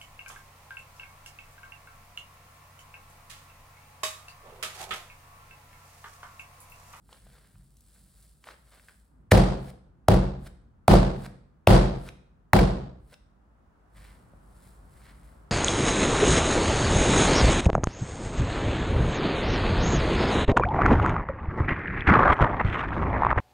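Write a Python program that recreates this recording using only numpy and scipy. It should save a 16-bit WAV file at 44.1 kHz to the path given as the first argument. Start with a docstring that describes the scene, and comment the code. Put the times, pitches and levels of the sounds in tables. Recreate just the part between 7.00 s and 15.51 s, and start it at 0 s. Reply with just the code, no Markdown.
"""Over a rumbling, faintly airy room tone, hands fold soft dough on a silicone mat: filtered grains crackle and rub.
Air blisters pop as short falling tones, and hand bumps ring the table's decaying sine modes.
Five slams follow: noise bursts spit and smack, an air pocket pops, the table booms and a small, hard kitchen rings.
After each slam the sticky dough peels off the mat in speeding grains that end with a snap.
Last, both palms roll the dough, with more rubbing, crackle and pops."""
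import sys
import numpy as np
from scipy import signal
from scipy.fft import rfft, irfft, next_fast_len
from scipy.io import wavfile
from scipy.ndimage import uniform_filter1d, minimum_filter1d, map_coordinates

SR = 44100
rng = np.random.default_rng(int(sys.argv[2]) if len(sys.argv) > 2 else 0)


def store_pcm(level_fs):
    """Save levels as 16-bit WAV."""
    pcm = np.round(np.clip(level_fs, -1, 1) * 32767).astype(np.int16)
    wavfile.write(sys.argv[1], SR, np.atleast_2d(pcm).T)


N = 375291
TIME = np.arange(N) / SR
AGE = np.arange(SR) / SR  # s since an event began
TOP_HZ = 16600


def amp(db):
    """Decibels to gain."""
    return 10 ** (np.asarray(db) / 20)


def unit(x):
    """Scale to rms 1."""
    return x / np.sqrt(np.mean(x ** 2) + 1e-20)


def along(points, hz):
    """Read (Hz, value) points on a log-frequency axis."""
    points_hz, values = np.transpose(points)
    return np.interp(np.log(hz + 1), np.log(points_hz), values)


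def gains(rows):
    """One gain per sample for each dB column, silent outside the rows."""
    row_s, *columns_db = np.transpose(rows)
    active = (TIME >= row_s[0] - .02) * (TIME <= row_s[-1] + .02)
    return [amp(np.interp(TIME, row_s, db)) * active for db in columns_db]


def add(track, start_s, sound):
    """Mix a sound into a track from start_s."""
    start = max(round(start_s * SR), 0)
    part = sound[..., :N - start]
    track[..., start:start + part.shape[-1]] += part


def filtered(x, response):
    """Multiply the spectrum of x by a response of frequency."""
    n = x.shape[-1]
    padded = next_fast_len(n + 8192)
    spectrum = rfft(x, padded) * response(np.fft.rfftfreq(padded, 1 / SR))
    return irfft(spectrum, padded)[..., :n]


def coloured(x, spectrum):
    """Impose a spectrum on x, at rms 1."""
    return unit(filtered(x, lambda hz: amp(along(spectrum, hz))))


# stereo width of diffuse sound: (freq_hz, side_to_mid_db)
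SIDE_WIDTH = [(40, -12.5), (130, -10), (280, -7.5), (600, 0.5), (1500, -0.5), (4000, -0.5), (12000, -2.5)]


def diffuse(spectrum, size, swell=1):
    """Stereo noise from all around: alike in the bass, nearly unrelated in the treble."""
    mid, side = coloured(swell * rng.standard_normal((2, size)), spectrum)
    side = filtered(side, lambda hz: amp(along(SIDE_WIDTH, hz)))
    return np.array([mid + side, mid - side])


# room tone over time: (time_s, rumble_db, air_db)
ROOM_LEVELS = [(0, -60.5, -81), (2.05, -67.5, -79), (2.15, -55, -75.5), (6.2, -58.5, -74),
               (6.9, -59.5, -68.5), (7.0, -56, -65.5), (8.5, -55, -64)]
# rumble spectrum: (freq_hz, level_db)
RUMBLE_SPECTRUM = [(20, 2), (38, -8), (50, 3), (70, -6), (110, -9.5), (180, -9.5), (300, -19), (700, -43.5),
                   (4000, -88)]
# air spectrum: (freq_hz, level_db)
AIR_SPECTRUM = [(100, -12), (300, -1.5), (600, -2), (1400, -5), (2200, -19), (4000, -29), (9000, -32),
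                (16000, -38)]


def room_tone():
    """Low rumble and faint air: diffuse noise whose level jumps up near 2.1 s and steps up again near 7 s."""
    rumble, air = gains(ROOM_LEVELS)
    return rumble * diffuse(RUMBLE_SPECTRUM, size=N) + air * diffuse(AIR_SPECTRUM, size=N)


def grains(spectrum, rate_hz, spread_db):
    """Tiny sticky bonds break at random, with uneven sizes."""
    sizes = rng.standard_normal(N) * amp(spread_db * np.clip(rng.standard_normal(N), -2, 2))
    breaks = rng.random(N) < rate_hz / SR
    return coloured(sizes * breaks, spectrum)


STROKE_SHAPE = 1.1  # 1 = pointed swell, 2 = rounded
GRIP_DB, GRIP_RATE_HZ = 3, 110  # skin catches and slips
LEAN_S = .04  # time to put the weight on or take it off
# table under leaning palms: (freq_hz, level_db)
PRESS_SPECTRUM = [(20, -28), (38, -18), (54, 9.5), (70, -4), (120, -8.5), (200, -9.5), (300, -21),
                  (700, -50.5), (4000, -90)]
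# sticky surface: (freq_hz, level_db)
TACK_SPECTRUM = [(1500, -18), (4500, -4), (6400, -10), (8000, 1), (10500, -0.5), (16000, -6)]


def kneading(strokes, lean, skin_spectrum, blister_db):
    """Palms press the table; the surface crackles with stroke speed, skin rubs with its square, blisters tick."""
    rub, tack = np.zeros((2, N))
    for full_speed_s, rise_s, fall_s, rub_db, tack_db in strokes:
        distance = np.maximum((full_speed_s - TIME) / rise_s, (TIME - full_speed_s) / fall_s)
        speed = np.exp(-distance ** STROKE_SHAPE)
        rub += amp(rub_db) * speed ** 2
        tack += amp(tack_db) * speed
    start_s, end_s, press_db = lean
    press = amp(press_db) * np.clip(np.minimum(TIME - start_s, end_s - TIME) / LEAN_S, 0, 1)
    weight = press * coloured(rng.standard_normal(N), PRESS_SPECTRUM)
    catches = map_coordinates(rng.standard_normal(SR), [TIME * GRIP_RATE_HZ], order=1)
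    rubbing = rub * amp(GRIP_DB * catches) * grains(skin_spectrum, rate_hz=5200, spread_db=3)
    bonds = grains(TACK_SPECTRUM, rate_hz=4100, spread_db=0.5)
    blisters = grains(TACK_SPECTRUM, rate_hz=40, spread_db=0)
    return weight + rubbing + tack * (bonds + amp(blister_db) * blisters)


# folding strokes: (full_speed_s, rise_s, fall_s, rub_db, tack_db)
FOLD_STROKES = [(.13, 0.044, 0.085, -61, -64), (.34, 0.16, 0.23, -63.5, -65.5), (.6, 0.072, 0.12, -83, -86),
                (.95, 0.18, 0.25, -74, -65), (1.23, 0.12, 0.099, -73.5, -64.5),
                (1.478, 0.033, 0.0654, -49.5, -60), (1.74, 0.084, .09, -59, -64.5),
                (1.89, 0.082, 0.11, -68, -65)]
# palms lean on the table: (start_s, end_s, press_db)
FOLD_LEAN = (0, 2.7, -64.5)
# skin on folding or tearing dough: (freq_hz, level_db)
RUB_SPECTRUM = [(200, -19.5), (500, 2.5), (1000, -5), (1700, -0.5), (2600, -10.5), (4500, -10), (7000, -24),
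                (14000, -36)]


def folding():
    """Strokes fold and squash the dough: rubbing, crackle and palm weight."""
    return kneading(FOLD_STROKES, FOLD_LEAN, RUB_SPECTRUM, blister_db=-10.5)


def pocket(pitch_hz, t60_s, sweep, settle_s, attack_s):
    """Trapped air pops: a few cycles that fall to pitch_hz."""
    cycles = pitch_hz * (AGE + sweep * settle_s * (1 - np.exp(-AGE / settle_s)))
    return np.sin(2 * np.pi * cycles) * amp(-60 * AGE / t60_s) * (1 - np.exp(-AGE / attack_s))


# larger air blisters: (start_s, peak_db, pitch_hz)
BLISTERS = [(.092, -45.5, 830), (.127, -42, 805), (.129, -35, 2930), (.267, -48, 595), (.556, -49.5, 1240),
            (.769, -41, 8800), (.807, -42, 9200), (1.441, -35.5, 1770), (1.471, -28.5, 800),
            (1.475, -36, 1450), (1.488, -29.5, 1120), (1.797, -43.5, 1630), (1.885, -36, 1590),
            (1.894, -40.5, 1496), (7.05, -42, 1892), (7.335, -47, 565), (8.067, -43, 1860),
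            (8.326, -48, 650)]
# dough leaves the mat: (release_s, hiss_db, tearing_db, rise_s, snap_db, snap_hz)
RELEASES = [(2.703, -57, -53, 0.07, -42.5, 1834), (3.475, -54.5, -48, 0.029, -38.5, 2560),
            (4.265, -54.5, -47, .062, -43.5, 1696), (5.089, -55.5, -50, .061, -26.5, 2410),
            (6.141, -60, -53.5, 0.042, -35.5, 2603)]


def snaps(click_db=-12, click_t60_s=0.017):
    """Blisters and the last bond of each peel pop: a pitched tick and a wet click around its pitch."""
    out = np.zeros(N)
    last_bonds = [(release_s, snap_db, snap_hz) for release_s, *_, snap_db, snap_hz in RELEASES]
    for start_s, level_db, pitch_hz in [*BLISTERS, *last_bonds]:
        band = lambda hz: (hz * pitch_hz / (hz ** 2 + pitch_hz ** 2)) ** 3
        click = unit(filtered(rng.standard_normal(SR), band))
        fading_click = amp(click_db - 60 * AGE / click_t60_s) * click
        tick = pocket(pitch_hz, t60_s=8 / pitch_hz, sweep=.2, settle_s=.0006, attack_s=.0002)
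        add(out, start_s, amp(level_db) * (tick + fading_click))
    return out


# table modes: (freq_hz, level_db, t60_s, build_s)
TABLE_MODES = [(45.5, -4, .48, 0.022), (51.8, -10.5, 0.26, 0.01), (62.7, -16, 0.75, 0.0033),
               (81.3, -19.5, 0.3, .01), (102, -3.5, 0.18, 0.0028), (124.9, -15.5, 0.58, 0.0092),
               (135.4, -16.5, 0.71, .015), (150.5, -22.5, 0.62, 0.013), (176.4, -15, 0.33, 0.1),
               (185.6, -8.5, 0.57, 0.022), (205.8, -16.5, .55, 0.0052), (333.6, -23.5, 0.49, 0.025),
               (364, -21, 0.58, .015), (504.3, -24.5, 0.65, 0.0069), (539, -23.5, 0.46, 0.023),
               (619, -27, 0.25, 0.027), (724, -26.5, .5, 0.039)]


def table(scatter_db, soft_hz):
    """Table modes swell and ring after a blow; a softer blow stirs only the lowest."""
    hz, mode_db, t60_s, build_s = np.transpose(TABLE_MODES)[:, :, None]
    level_db = mode_db + scatter_db * rng.standard_normal(mode_db.shape) - 60 * AGE / t60_s
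    softness = 1 / (1 + (hz / soft_hz) ** 2)
    swell = 1 - np.exp(-AGE / build_s)
    return np.sum(amp(level_db) * softness * swell * np.sin(2 * np.pi * hz * AGE), axis=0)


# hands bump the table through the dough: (start_s, level_db, soft_hz)
HAND_BUMPS = [(0.216, -45, 171), (0.54, -45, 201), (1.001, -47, 200), (2.62, -33.5, 56),
              (3.40, -27.5, 67.8), (4.177, -25.5, 110), (4.967, -28, 80.7), (5.979, -38.5, 99.4),
              (7.659, -46.5, 109.6), (7.76, -44, 110)]


def bumps():
    """Soft blows through the dough stir the low table modes."""
    out = np.zeros(N)
    for start_s, level_db, soft_hz in HAND_BUMPS:
        add(out, start_s, amp(level_db) * table(scatter_db=4.0, soft_hz=soft_hz))
    return out


# kitchen decay: (freq_hz, t60_s)
KITCHEN_DECAY = [(50, 0.74), (150, 0.66), (500, 0.58), (1200, 0.57), (4000, 0.55), (8000, 0.49),
                 (15000, 0.19)]


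def dying(noise):
    """Each frequency fades at the kitchen's own pace."""
    hz, frame_s, z = signal.stft(noise, SR, nperseg=512)
    decay = amp(-60 * frame_s / along(KITCHEN_DECAY, hz)[:, None])
    return signal.istft(z * decay, SR, nperseg=512)[1][:, :noise.shape[-1]]


def walls(x, gap_s=0.00053):
    """The kitchen answers the small sounds: convolution with a decaying diffuse tail."""
    spectrum = [(60, -1.5), (400, -6.0), (4500, -5.5), (8000, -4.5), (16000, -4.5)]  # (Hz, dB)
    tail = dying(diffuse(spectrum, size=SR)) * (AGE > gap_s)
    return signal.fftconvolve(x[None], tail / np.linalg.norm(tail[0]), axes=1)[:, :N]


def near(x, lag_s=.000021):
    """A sound from the mat reaches the left port just before the right."""
    return filtered(x, lambda hz: np.exp(np.outer([1, -1], 1j * np.pi * hz * lag_s)))


REBOUND_S = .058  # until the table top springs back against the dough
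SPIT_DB, SPIT_DB_PER_SLAP_DB = -21, 0.42  # SPIT_DB belongs to a 0 dB slap
# slams: (start_s, slap_db, pocket_hz, smack_db, smack_hz, sizzle_db, spread_s, rebound_db,
#         boom_db, ring_db, ring_treble_db)
SLAM_EVENTS = [(2.319, 1.5, 520, -17.5, 1750, -7.5, 0.0047, -6.5, -1.5, -17.5, 1),
               (3.0851, 3.5, 640, -17, 1250, 2, 0.0017, -14.5, -3.5, -18.5, -4.5),
               (3.8814, 8, 690, -21, 1300, 4.5, .0015, -12, -0.5, -12.5, -2.5),
               (4.6740, 9.5, 594, -13, 2397, 0.5, .002, -15.5, 1, -12, 0),
               (5.5340, 0.5, 760, -6.5, 1620, 13.5, 0.001, -12.5, -3.5, -15.5, -2.5)]
# spat air: (freq_hz, level_db)
SPIT_SPECTRUM = [(1000, -7), (3000, 1.5), (5000, 1), (6500, -5), (10000, -1), (16000, -5.5)]


def slaps(lead_s=.015, narrow=1.8, settle_db=-6, settle_spread_s=0.0046):
    """Air spits from under the rim, dough smacks flat, a pocket pops; the rebound repeats it softly."""
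    out = np.zeros(N)
    for start_s, slap_db, pocket_hz, smack_db, smack_hz, sizzle_db, spread_s, rebound_db, *_ in SLAM_EVENTS:
        band = lambda hz: 1 / (1 + (narrow * np.log((hz + 1) / smack_hz)) ** 2) ** 2
        sizzle = lambda hz: amp(sizzle_db * (hz / TOP_HZ) ** 6 * (hz < TOP_HZ))
        smack = unit(filtered(rng.standard_normal(SR), band))
        spit = filtered(coloured(rng.standard_normal(SR), SPIT_SPECTRUM), sizzle)
        squirt = amp(smack_db) * smack + amp(SPIT_DB + SPIT_DB_PER_SLAP_DB * slap_db) * spit
        landing = np.exp(-((AGE - lead_s) / spread_s) ** 2)
        rebound = np.exp(-((AGE - lead_s - REBOUND_S) / settle_spread_s) ** 2)
        settling = amp(rebound_db + settle_db) * rebound
        add(out, start_s - lead_s, (landing + settling) * squirt)
        pop = amp(slap_db) * pocket(pocket_hz, t60_s=.012, sweep=0.35, settle_s=0.00058, attack_s=0.00034)
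        add(out, start_s, pop)
        add(out, start_s + REBOUND_S, amp(rebound_db) * pop)
    return out


def booms(stop_s=.019, stop_width_s=0.0063, stop_db=1):
    """The flattening lump stops with one low push and shakes the table modes."""
    out = np.zeros(N)
    u = (AGE - stop_s) / stop_width_s
    push = amp(stop_db) * -u * np.exp(-u ** 2)
    for start_s, *_, boom_db, ring_db, treble_db in SLAM_EVENTS:
        add(out, start_s, amp(boom_db) * (push + table(scatter_db=1.5, soft_hz=2000)))
    return out


# ringing table top and walls: (freq_hz, level_db)
RING_SPECTRUM = [(30, -35.5), (70, -9), (120, -0.5), (200, -0.5), (270, -4), (520, -4), (720, -6.5),
                 (1050, -13.5), (1600, -19.5), (2500, -26.5), (4600, -26.5), (6400, -35.5), (10000, -34.5),
                 (16000, -39.5)]


def reflections(clump_db=3, clump_rate_hz=400):
    """Dense wall reflections in uneven bunches: diffuse noise with a random level."""
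    bunches = map_coordinates(rng.standard_normal(SR), [AGE * clump_rate_hz], order=1)
    return diffuse(RING_SPECTRUM, size=SR, swell=amp(clump_db * bunches))


def ringing(build_s=0.0064, treble_hz=1500, surge_db=2):
    """Table top and walls ring after each slam, partly alike each time, and step up at the rebound."""
    out, common = np.zeros((2, N)), reflections()
    for start_s, *_, rebound_db, boom_db, ring_db, treble_db in SLAM_EVENTS:
        mixed = (common + reflections()) / np.sqrt(2)
        noise = filtered(mixed, lambda hz: amp(treble_db * hz / (hz + treble_hz)))
        surge = 1 + amp(rebound_db + surge_db) * (AGE > REBOUND_S)
        swell = (1 - np.exp(-AGE / build_s)) * surge
        add(out, start_s, amp(ring_db) * dying(noise) * swell)
    return out


def peels(fall_s=.004):
    """Dough leaves the mat faster and faster: hiss follows speed, tearing its square."""
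    hiss, tearing = np.zeros((2, N))
    for release_s, hiss_db, tearing_db, rise_s, *_ in RELEASES:
        speed = np.exp(-np.maximum((release_s - TIME) / rise_s, (TIME - release_s) / fall_s))
        hiss += amp(hiss_db) * speed
        tearing += amp(tearing_db) * speed ** 2
    hissing = hiss * grains(TACK_SPECTRUM, rate_hz=9000, spread_db=3)
    return hissing + tearing * grains(RUB_SPECTRUM, rate_hz=6000, spread_db=3)


# rolling strokes: (full_speed_s, rise_s, fall_s, rub_db, tack_db)
ROLL_STROKES = [(6.97, 0.019, 0.057, -58, -65), (7.05, 0.058, 0.14, -58, -65), (7.67, .15, .1, -71.5, -63),
                (7.98, .09, 0.079, -66.5, -67), (8.07, 0.063, 0.085, -56.5, -69),
                (8.27, 0.13, 0.14, -70, -68.5)]
# palms lean on the table: (start_s, end_s, press_db)
ROLL_LEAN = (6.92, 8.6, -57)
# skin on rolling dough: (freq_hz, level_db)
ROLL_SPECTRUM = [(300, -5), (700, -6.5), (1400, -2.5), (2000, 3), (2600, -6), (4500, -9.5), (7000, -23),
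                 (14000, -34.5)]


def rolling():
    """Strokes roll the dough under the palms: rubbing, crackle and palm weight."""
    return kneading(ROLL_STROKES, ROLL_LEAN, ROLL_SPECTRUM, blister_db=-18)


def scene():
    """Hand work and slams on the mat, in the kitchen."""
    hands = folding() + snaps() + peels() + rolling()
    direct = near(hands + bumps() + slaps() + booms())
    return room_tone() + direct + amp(-8.5) * walls(hands) + ringing()


def limiter(x, hold_s=0.017, ease_s=0.02):
    """Gain ducks under each peak, holds, then eases back up."""
    needed = np.minimum(1, .93 / (np.abs(x).max(axis=0) + 1e-9))
    held, eased = int(hold_s * SR) | 1, int(ease_s * SR) | 1
    gain = minimum_filter1d(needed, held, origin=held // 2)
    gain = np.minimum(gain, uniform_filter1d(gain, eased, origin=eased // 2))
    return x * uniform_filter1d(minimum_filter1d(gain, size=89), size=89)


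def record(dry, low_hz=38, notch_hz=12700, bell_width_hz=800, notch_db=-13, port_hz=15200, port_db=4):
    """Deep bass is cut; the microphone adds a treble notch and resonance; a limiter and a top-end cut follow."""
    bell = lambda hz, centre_hz: np.exp(-((hz - centre_hz) / bell_width_hz) ** 2)
    highpass = signal.butter(5, low_hz, "highpass", fs=SR, output="sos")
    heard = signal.sosfilt(highpass, dry)
    heard = filtered(heard, lambda hz: amp(notch_db * bell(hz, notch_hz) + port_db * bell(hz, port_hz)))
    return filtered(limiter(heard), lambda hz: np.clip((TOP_HZ - hz) / 700, 0, 1) ** 2)


dry = scene()
out = record(dry)
store_pcm(out)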